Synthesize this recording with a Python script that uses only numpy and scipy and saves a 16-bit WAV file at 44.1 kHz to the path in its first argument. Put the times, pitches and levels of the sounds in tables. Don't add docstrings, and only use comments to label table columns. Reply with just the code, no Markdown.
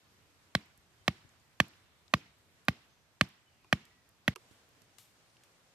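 import sys
import numpy as np
from scipy import signal
from scipy.fft import rfft, irfft
from scipy.io import wavfile

SR = 44100
rng = np.random.default_rng(int(sys.argv[2]) if len(sys.argv) > 2 else 0)


def magnitude_from_level(level_db):
    exponent = np.asarray(level_db, float) / 20
    return 10 ** exponent


def to_wav(s):
    ch = np.atleast_2d(s).T
    pcm = np.round(np.clip(ch, -1, 1) * 32767)
    wavfile.write(sys.argv[1], SR, pcm.astype(np.int16))


N = 253133

# (time [s], peak [dB], off-centre [dB], brightness [dB per octave], ring of the head [dB])
BLOWS = [
    (0.5509, -11, -2, 1.5, -3),
    (1.0798, -10, 3.5, -0.5, -2),
    (1.6016, -7, -4.5, 0, 1),
    (2.1381, -8, 2.5, -1.5, 0),
    (2.6836, -9.5, -4.5, -3.5, 0.5),
    (3.211, -7.5, 5, 0.5, -4.5),
    (3.7273, -7.5, -2, -1, 1),
    (4.2796, -10, -4.5, -4, 3.5),
]


def rms_one(x):
    return x / np.sqrt(np.mean(x ** 2) + 1e-20)


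def at_hz(points, hz):
    points = np.array(points)
    return np.interp(np.log(hz), np.log(points[:, 0]), points[:, 1])


def coloured(x, spectrum):
    hz = np.maximum(np.fft.rfftfreq(N, 1 / SR), 1)
    return rms_one(irfft(rfft(x) * magnitude_from_level(at_hz(spectrum, hz)), N))


def pan(db):
    return magnitude_from_level(np.array([db / 2, -db / 2]))


def add(out, s, sound):
    i = round(s * SR)
    out[..., i:i + sound.shape[-1]] += sound[..., :N - i]


def drift(rate_hz):
    r = np.exp(-80 * np.pi * rate_hz / SR)
    slow = signal.lfilter([1], [1, -2 * r, r * r], rng.standard_normal(N // 40 + 2002))[2000:]
    return np.interp(np.arange(N) / 40, np.arange(len(slow)), rms_one(slow))


def noise_bands(likeness_share):
    # (frequency [Hz], left-right likeness [-1..1])
    port_likeness = [(60, 0.17), (150, 0.89), (380, 0.94), (950, 0.39), (2380, 0.031), (5980, -0.05),
                     (15000, -0.077)]
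    edges = 22 * 2 ** np.arange(0, 9.7, .4)
    white = rng.standard_normal((2, 2, N))
    for k, (low, high) in enumerate(zip(edges, edges[1:])):
        band_pass = signal.butter(2, [low, high], "band", fs=SR, output="sos")
        mid, side = signal.sosfilt(band_pass, white[k % 2])
        hz = np.sqrt(low * high)
        alike = np.clip(likeness_share * at_hz(port_likeness, hz), -1, 1)
        yield hz, np.sqrt(1 + alike) * mid + np.sqrt(1 - alike) * side * [[1], [-1]]


def clearing():
    # (frequency [Hz], level [dB per Hz])
    air_first = [(25, -27), (60, -7), (90, -2.5), (140, -6.5), (230, -11.5), (500, -15), (1200, -15.5),
                 (2500, -17.5), (5000, -21.5), (8000, -25), (10500, -29.5), (13000, -29), (13500, -28.5),
                 (14600, -48.5)]
    # (frequency [Hz], level [dB per Hz])
    air_second = [(25, -14), (60, -6.5), (100, -0.5), (140, -3), (230, -8.5), (500, -8), (1200, -10),
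                  (2500, -12), (5000, -15), (8000, -18), (10500, -23), (13000, -27), (13500, -21),
                  (14600, -45.5)]
    # (time [s], level [dB])
    calm = [(0, -66.5), (1.5, -67.5), (3.6, -69.5), (4.34, -68.5)]
    # (time [s], level [dB])
    rustle = [(4.352, -72), (4.42, -69.5), (4.8, -70.5), (5.2, -71), (5.74, -72.5)]
    # (frequency [Hz], level [dB per Hz])
    tree_colour = [(180, -32.5), (300, 1.5), (523, -17), (587, -12), (1820, -12.5), (2210, -9.5),
                   (4770, -15), (9960, -30.5), (13400, -21.5), (15000, -39.5)]
    # (frequency [Hz], decay by 60 dB [s])
    tree_decay = [(300, 0.27), (1500, 0.71), (4000, 0.57), (8000, 0.43), (14000, .2)]
    rise_s, trees_db = .016, -41
    wash_db, wash_follows = -6, .6
    near_db, near_t60_s = 18, 0.045

    t = np.arange(N) / SR
    calm_db = np.interp(t, *np.transpose(calm))
    rustle_db = np.interp(t, *np.transpose(rustle))
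    since = t - np.array(BLOWS)[:, :1]
    after_blow = np.maximum(since, 0)
    swell = (since > 0) * (1 - np.exp(-(since / rise_s) ** 2))
    blow_db = wash_db + wash_follows * np.array(BLOWS)[:, 1:2] + trees_db
    near = np.sum((since > .002) * magnitude_from_level(blow_db + near_db - 60 * after_blow / near_t60_s), axis=0)

    air, wash, power, together = 0, 0, 0, drift(2.5)
    for hz, band in noise_bands(likeness_share=0.96):
        patches = magnitude_from_level(0.51 * together + .9 * drift(6.5))
        air = air + patches * band
        dying = swell * magnitude_from_level(blow_db - 60 * after_blow / at_hz(tree_decay, hz))
        echo = magnitude_from_level(at_hz(tree_colour, hz)) * np.roll(band, N // 3, axis=1)
        wash = wash + (near + dying.sum(axis=0)) * magnitude_from_level(2.2 * drift(40.0)) * echo
        power = power + np.mean(echo ** 2)
    before = magnitude_from_level(calm_db) * pan(-1)[:, None] * coloured(air, air_first)
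    before = before + wash / np.sqrt(power) * pan(-1.6)[:, None]
    after = magnitude_from_level(rustle_db + 4.0) * pan(-0.3)[:, None] * coloured(air, air_second)
    return before, after


def birds():
    # (start [s], length [s], frequency [Hz], glide [Hz per s], level [dB])
    calls = [
        (0.968, .07, 3130, -250, -81),
        (2.883, .17, 6200, -600, -86),
        (3.46, 0.039, 3080, -3500, -76.5),
        (3.517, .08, 2830, -500, -81),
        (3.603, .033, 2590, -3000, -78),
        (3.645, 0.059, 2460, -150, -76),
        (3.792, 0.091, 1860, 450, -83),
        (3.899, .135, 1930, 15, -77.5),
        (4.051, .07, 1880, -250, -85),
        (5.27, 0.11, 9520, -100, -83),
    ]
    edge_s = .012
    out, waver, flutter_db = np.zeros(N), 1 + .006 * drift(38.4), 2.2 * drift(26.0)
    for s, length, hz, glide, level_db in calls:
        t = np.arange(int(length * SR)) / SR
        here = slice(round(s * SR), round(s * SR) + len(t))
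        edges = np.clip(np.minimum(t, length - t) / edge_s, 0, 1)
        phase = 2 * np.pi * np.cumsum((hz + glide * t) * waver[here]) / SR
        add(out, s, magnitude_from_level(level_db + flutter_db[here]) * edges * np.sqrt(2) * np.sin(phase))
    return out


def small_events(table, trim_db):
    out, t = np.zeros((2, N)), np.arange(int(.3 * SR)) / SR
    noises = rng.standard_normal((len(table), len(t)))
    for (s, peak_db, hz, octaves, t60, pan_db), noise in zip(table, noises):
        edges = np.clip(hz * 2 ** (np.array([-.5, .5]) * octaves), 20, [.44 * SR, .45 * SR])
        band_pass = signal.butter(2, edges, "band", fs=SR, output="sos")
        burst = signal.sosfilt(band_pass, noise * magnitude_from_level(-60 * t / t60))
        add(out, s, magnitude_from_level(peak_db + trim_db) * burst / np.abs(burst).max() * pan(pan_db)[:, None])
    return out


def litter():
    # (time [s], peak [dB], centre [Hz], left-right [dB])
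    ticks = [
        (1.2918, -53.5, 6430, -8),
        (1.3994, -60, 6500, -1.0),
        (1.735, -55, 2530, -5.5),
        (2.08, -54, 4340, 17),
        (5.3, -62, 5030, 1.5),
        (5.368, -54.5, 3320, 2),
    ]
    # (time [s], peak [dB], centre [Hz], left-right [dB])
    thuds = [
        (0.779, -56, 70, 3),
        (1.009, -61, 97, 8),
        (1.249, -52.5, 81, 19),
        (2.29, -56.5, 87, 1),
        (4.511, -52, 161, -16),
        (4.769, -57, 231, -9),
        (4.816, -58, 131, -15),
        (4.984, -52.5, 1380, 15),
    ]
    # (time [s], peak [dB], left-right [dB])
    leaves = [(0.6584, -60, -6.5), (0.7758, -52.5, -11), (0.8104, -68, -1.5), (1.6826, -53.5, -8),
              (2.387, -64, -6), (2.652, -53, -12.5), (3.2887, -54, -12.5), (3.8529, -55, -9),
              (4.0903, -53, -6), (4.5394, -65.5, -5.5), (4.6897, -60.5, -9), (4.8408, -64, -4)]
    # (time [s], peak [dB], left-right [dB])
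    taps = [
        (3.6445, -60, -1.5),
        (3.8526, -51.5, -8),
        (4.3594, -39.5, -14.5),
        (4.5116, -57, -7),
        (4.8189, -54, -14),
        (4.9838, -47.5, 15),
        (5.436, -46, -1),
    ]
    # (time [s], peak [dB], left-right [dB])
    swishes = [
        (4.37, -50.5, -1),
        (4.5116, -50, -2),
        (4.9852, -33.5, 5),
        (5.436, -50, 4.5),
    ]
    # (time [s], peak [dB], left-right [dB], pitch ratio)
    stick_knocks = [
        (3.645, -61, 0.1, .92),
        (4.359, -45.5, -9.5, 1.02),
    ]
    # (frequency [Hz], level [dB], width [octaves], decay by 60 dB [s])
    hollow = [
        (390, -3.5, .3, 0.067),
        (1060, 2.5, 0.57, .028),
        (2620, 3.5, 0.33, 0.015),
    ]
    # (width [octaves], decay by 60 dB [s])
    twig, thud, leaf, tap, swish = (0.8, .014), (1.6, .045), (1.1, .012), (3.13, 0.019), (3.2, 0.36)
    leaf_hz, tap_hz, swish_hz = 11520, 3450, 6000

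    sharp = [(s, db, hz, *twig, side) for s, db, hz, side in ticks]
    sharp += [(s, db, leaf_hz, *leaf, side) for s, db, side in leaves]
    sharp += [(s, db, tap_hz, *tap, side) for s, db, side in taps]
    for s, db, side, ratio in stick_knocks:
        sharp += [(s, db + mode_db, hz * ratio, width, t60, side) for hz, mode_db, width, t60 in hollow]
    soft = [(s, db, swish_hz, *swish, side) for s, db, side in swishes]
    dull = [(s, db, hz, *thud, side) for s, db, hz, side in thuds]
    return small_events(sharp, trim_db=-1.0) + small_events(soft, trim_db=-15) + small_events(dull, trim_db=-6.5)


def soil_levels():
    return -24.5 + 3.5 * np.log10(np.arange(1, len(BLOWS) + 1))


def rumbles():
    # (delay [s], level under the thump [dB], centre [Hz], width [octaves], decay by 60 dB [s], left-right [dB])
    soil_tail = (.022, -27, 169.5, 1.28, 0.29, -1.5)
    delay, under_db, *colour = soil_tail
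    rows = [(s + delay, peak_db + under_db, *colour) for (s, *_), peak_db in zip(BLOWS, soil_levels())]
    return small_events(rows, trim_db=0.0)


def thumps():
    # (arrival [s], centre [s], half length [s], start [Hz], fall [per s], level [dB])
    soil_waves = [
        (0, .008, .0045, 390, 100.0, 0.1),
        (.0211, .029, .006, 190, 1.1, -21),
        (.034, .040, .004, 150, 20.0, -30),
    ]
    lead_s = .0004
    t, shape = np.arange(int(.09 * SR)) / SR, 0
    for arrival, centre, half, start_hz, fall, level_db in soil_waves:
        since = np.maximum(t - arrival, 0)
        cycles = start_hz * (1 - np.exp(-fall * since)) / fall
        packet = np.exp(-((t - centre) / half) ** 2 / 2) * np.sin(2 * np.pi * cycles)
        shape = shape - magnitude_from_level(level_db) * packet
    out = np.zeros(N)
    for (s, *_), peak_db in zip(BLOWS, soil_levels()):
        add(out, s - lead_s, magnitude_from_level(peak_db + 0.5) * shape)
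    return signal.sosfilt(signal.butter(3, 62, "high", fs=SR, output="sos"), out)


def knocks():
    # (frequency [Hz], level [dB], decay by 60 dB [s])
    knock_modes = [(603.3, -0.35, 0.01), (783, -6, 0.013), (1152.5, -1.04, 0.014), (1562, -3.5, .012),
                   (1852, -2.5, 0.014), (2104, -12, .04), (2338, -6.5, 0.015), (2555, -5.5, 0.0048),
                   (3095, -6.5, .012), (3404, -6.5, 0.013), (3873, -7.5, .01), (4136, -3, 0.0098),
                   (4559, -6.5, .012), (5060, -11, 0.0088),
                   (5572, -5.5, .012), (6276, -3.5, .012), (7220, -5.5, .012), (8526, -2, .012),
                  (9310, -7.5, 0.013), (10280, -5.5, 0.011), (11390, -5, .012), (12106, -2, 0.01),
                  (14137, -2.5, .012), (14100, -3.5, .01), (15270, -2, .01), (15850, -2.5, .01)]
    # (frequency [Hz], level under the peak [dB])
    square_blow = [(1150, -14), (1750, -15), (2700, -10), (4500, -16.5), (8000, -28), (12500, -33)]
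    # (frequency [Hz], share of off-centre dB)
    off_centre = [(800, 0), (1150, 1), (1750, -1), (2500, 0)]
    contact_s, slap_s, slap_db, lead_s = 0.0029, .00013, -3, .0005
    echo_s, echo_db = .0027, -4
    bright_from_hz, bright_to_hz, head_from_hz = 2000, 8000, 10000
    pushed_below_hz, pushed_db = 900, -4.5

    modes_all = knock_modes
    out, t = np.zeros(N), np.arange(int(0.051 * SR)) / SR
    luck = rng.standard_normal((len(BLOWS), 3, len(modes_all), 1))
    hz, level_db, t60 = np.transpose(modes_all)[:, :, None]
    pressing = np.sin(np.pi / 2 * np.minimum(t / 0.0011, 1)) * magnitude_from_level(-600 * t)
    squeeze = ((t - 3 * slap_s) / slap_s) ** 2
    slap = magnitude_from_level(slap_db) * (squeeze - 1) * np.exp(-squeeze / 2)
    octaves = np.log2(np.clip(hz, bright_from_hz, bright_to_hz) / bright_from_hz)
    held_s = contact_s * (hz / 1000) ** -.22
    dying_db = -60 * np.maximum(t - held_s, 0) / t60
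    for blow, soil_db, (shift, size, phase) in zip(BLOWS, soil_levels(), luck):
        s, peak_db, off_db, bright_db, ring_db = blow
        colour_db = at_hz(square_blow, hz) + off_db * at_hz(off_centre, hz)
        colour_db = colour_db + np.where(hz > head_from_hz, ring_db, bright_db * octaves)
        driven_db = np.where(hz < pushed_below_hz, soil_db + pushed_db - peak_db, colour_db)
        strength_db = level_db + driven_db + 1.4 * size
        moved_hz = hz * (1 + 0.017 * shift)
        shaking = np.cumsum(rng.standard_normal((len(hz), len(t))), axis=1)
        crush = 0.035 * np.maximum(hz / 1000 - 1.2, 0) * shaking
        modes = magnitude_from_level(strength_db + dying_db) * np.sin(2 * np.pi * moved_hz * t + 3 * phase + crush)
        add(out, s - lead_s, magnitude_from_level(peak_db) * (magnitude_from_level(3) * pressing * modes.sum(axis=0) + slap))
        add(out, s - lead_s + echo_s, magnitude_from_level(peak_db + echo_db) * slap)
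    return signal.sosfilt(signal.butter(2, 220, "high", fs=SR, output="sos"), out)


def ports(x):
    # (frequency [Hz], left-right [dB])
    balance = [(60, 0.0), (130, -0.5), (290, 1.5), (640, -2), (1410, -4), (3100, -3.5), (6820, -1.5),
               (15000, -8)]
    # (frequency [Hz], lead of the left port [radians])
    port_phase = [(0, 0), (150, 0.26), (500, -0.32), (1200, -1), (2500, -1.1), (4800, -0.8), (6800, -1.85),
                  (8300, -1.5), (10500, -2), (12500, -1), (16000, -3)]
    hz = np.maximum(np.fft.rfftfreq(N, 1 / SR), 1)
    lead = np.interp(hz, *np.transpose(port_phase))
    half = magnitude_from_level(at_hz(balance, hz) / 2) * np.exp(.5j * lead)
    return irfft(rfft(x) * [half, 1 / half], N)


def scene():
    change_s, gap_s, fade_s = 4.341, .010, .005
    t = np.arange(N) / SR
    before, after = clearing()
    small = litter() + birds()
    blows = ports(knocks() + thumps()) + rumbles()
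    ending = np.clip((change_s - t) / 0.002, 0, 1)
    opening = np.clip((t - change_s - gap_s) / fade_s, 0, 1)
    return ending * (before + blows + small) + opening * (after + small)


def roll_off(x):
    return signal.sosfilt(signal.butter(12, 16550, fs=SR, output="sos"), x)


def record(dry):
    low_hz, dip_hz, dip_width_hz, dip_db = 25, 9950, 120, -6
    top_hz, fall_db_per_khz = 13500, -8.5
    hz = np.fft.rfftfreq(N, 1 / SR)
    notch_db = dip_db * np.exp(-((hz - dip_hz) / dip_width_hz) ** 2)
    top_db = fall_db_per_khz * np.maximum(hz - top_hz, 0) / 1000
    thin = signal.sosfilt(signal.butter(2, low_hz, "high", fs=SR, output="sos"), dry)
    mix = irfft(rfft(thin) * magnitude_from_level(notch_db + top_db), N)
    return roll_off(mix)


dry = scene()
out = record(dry)
to_wav(out)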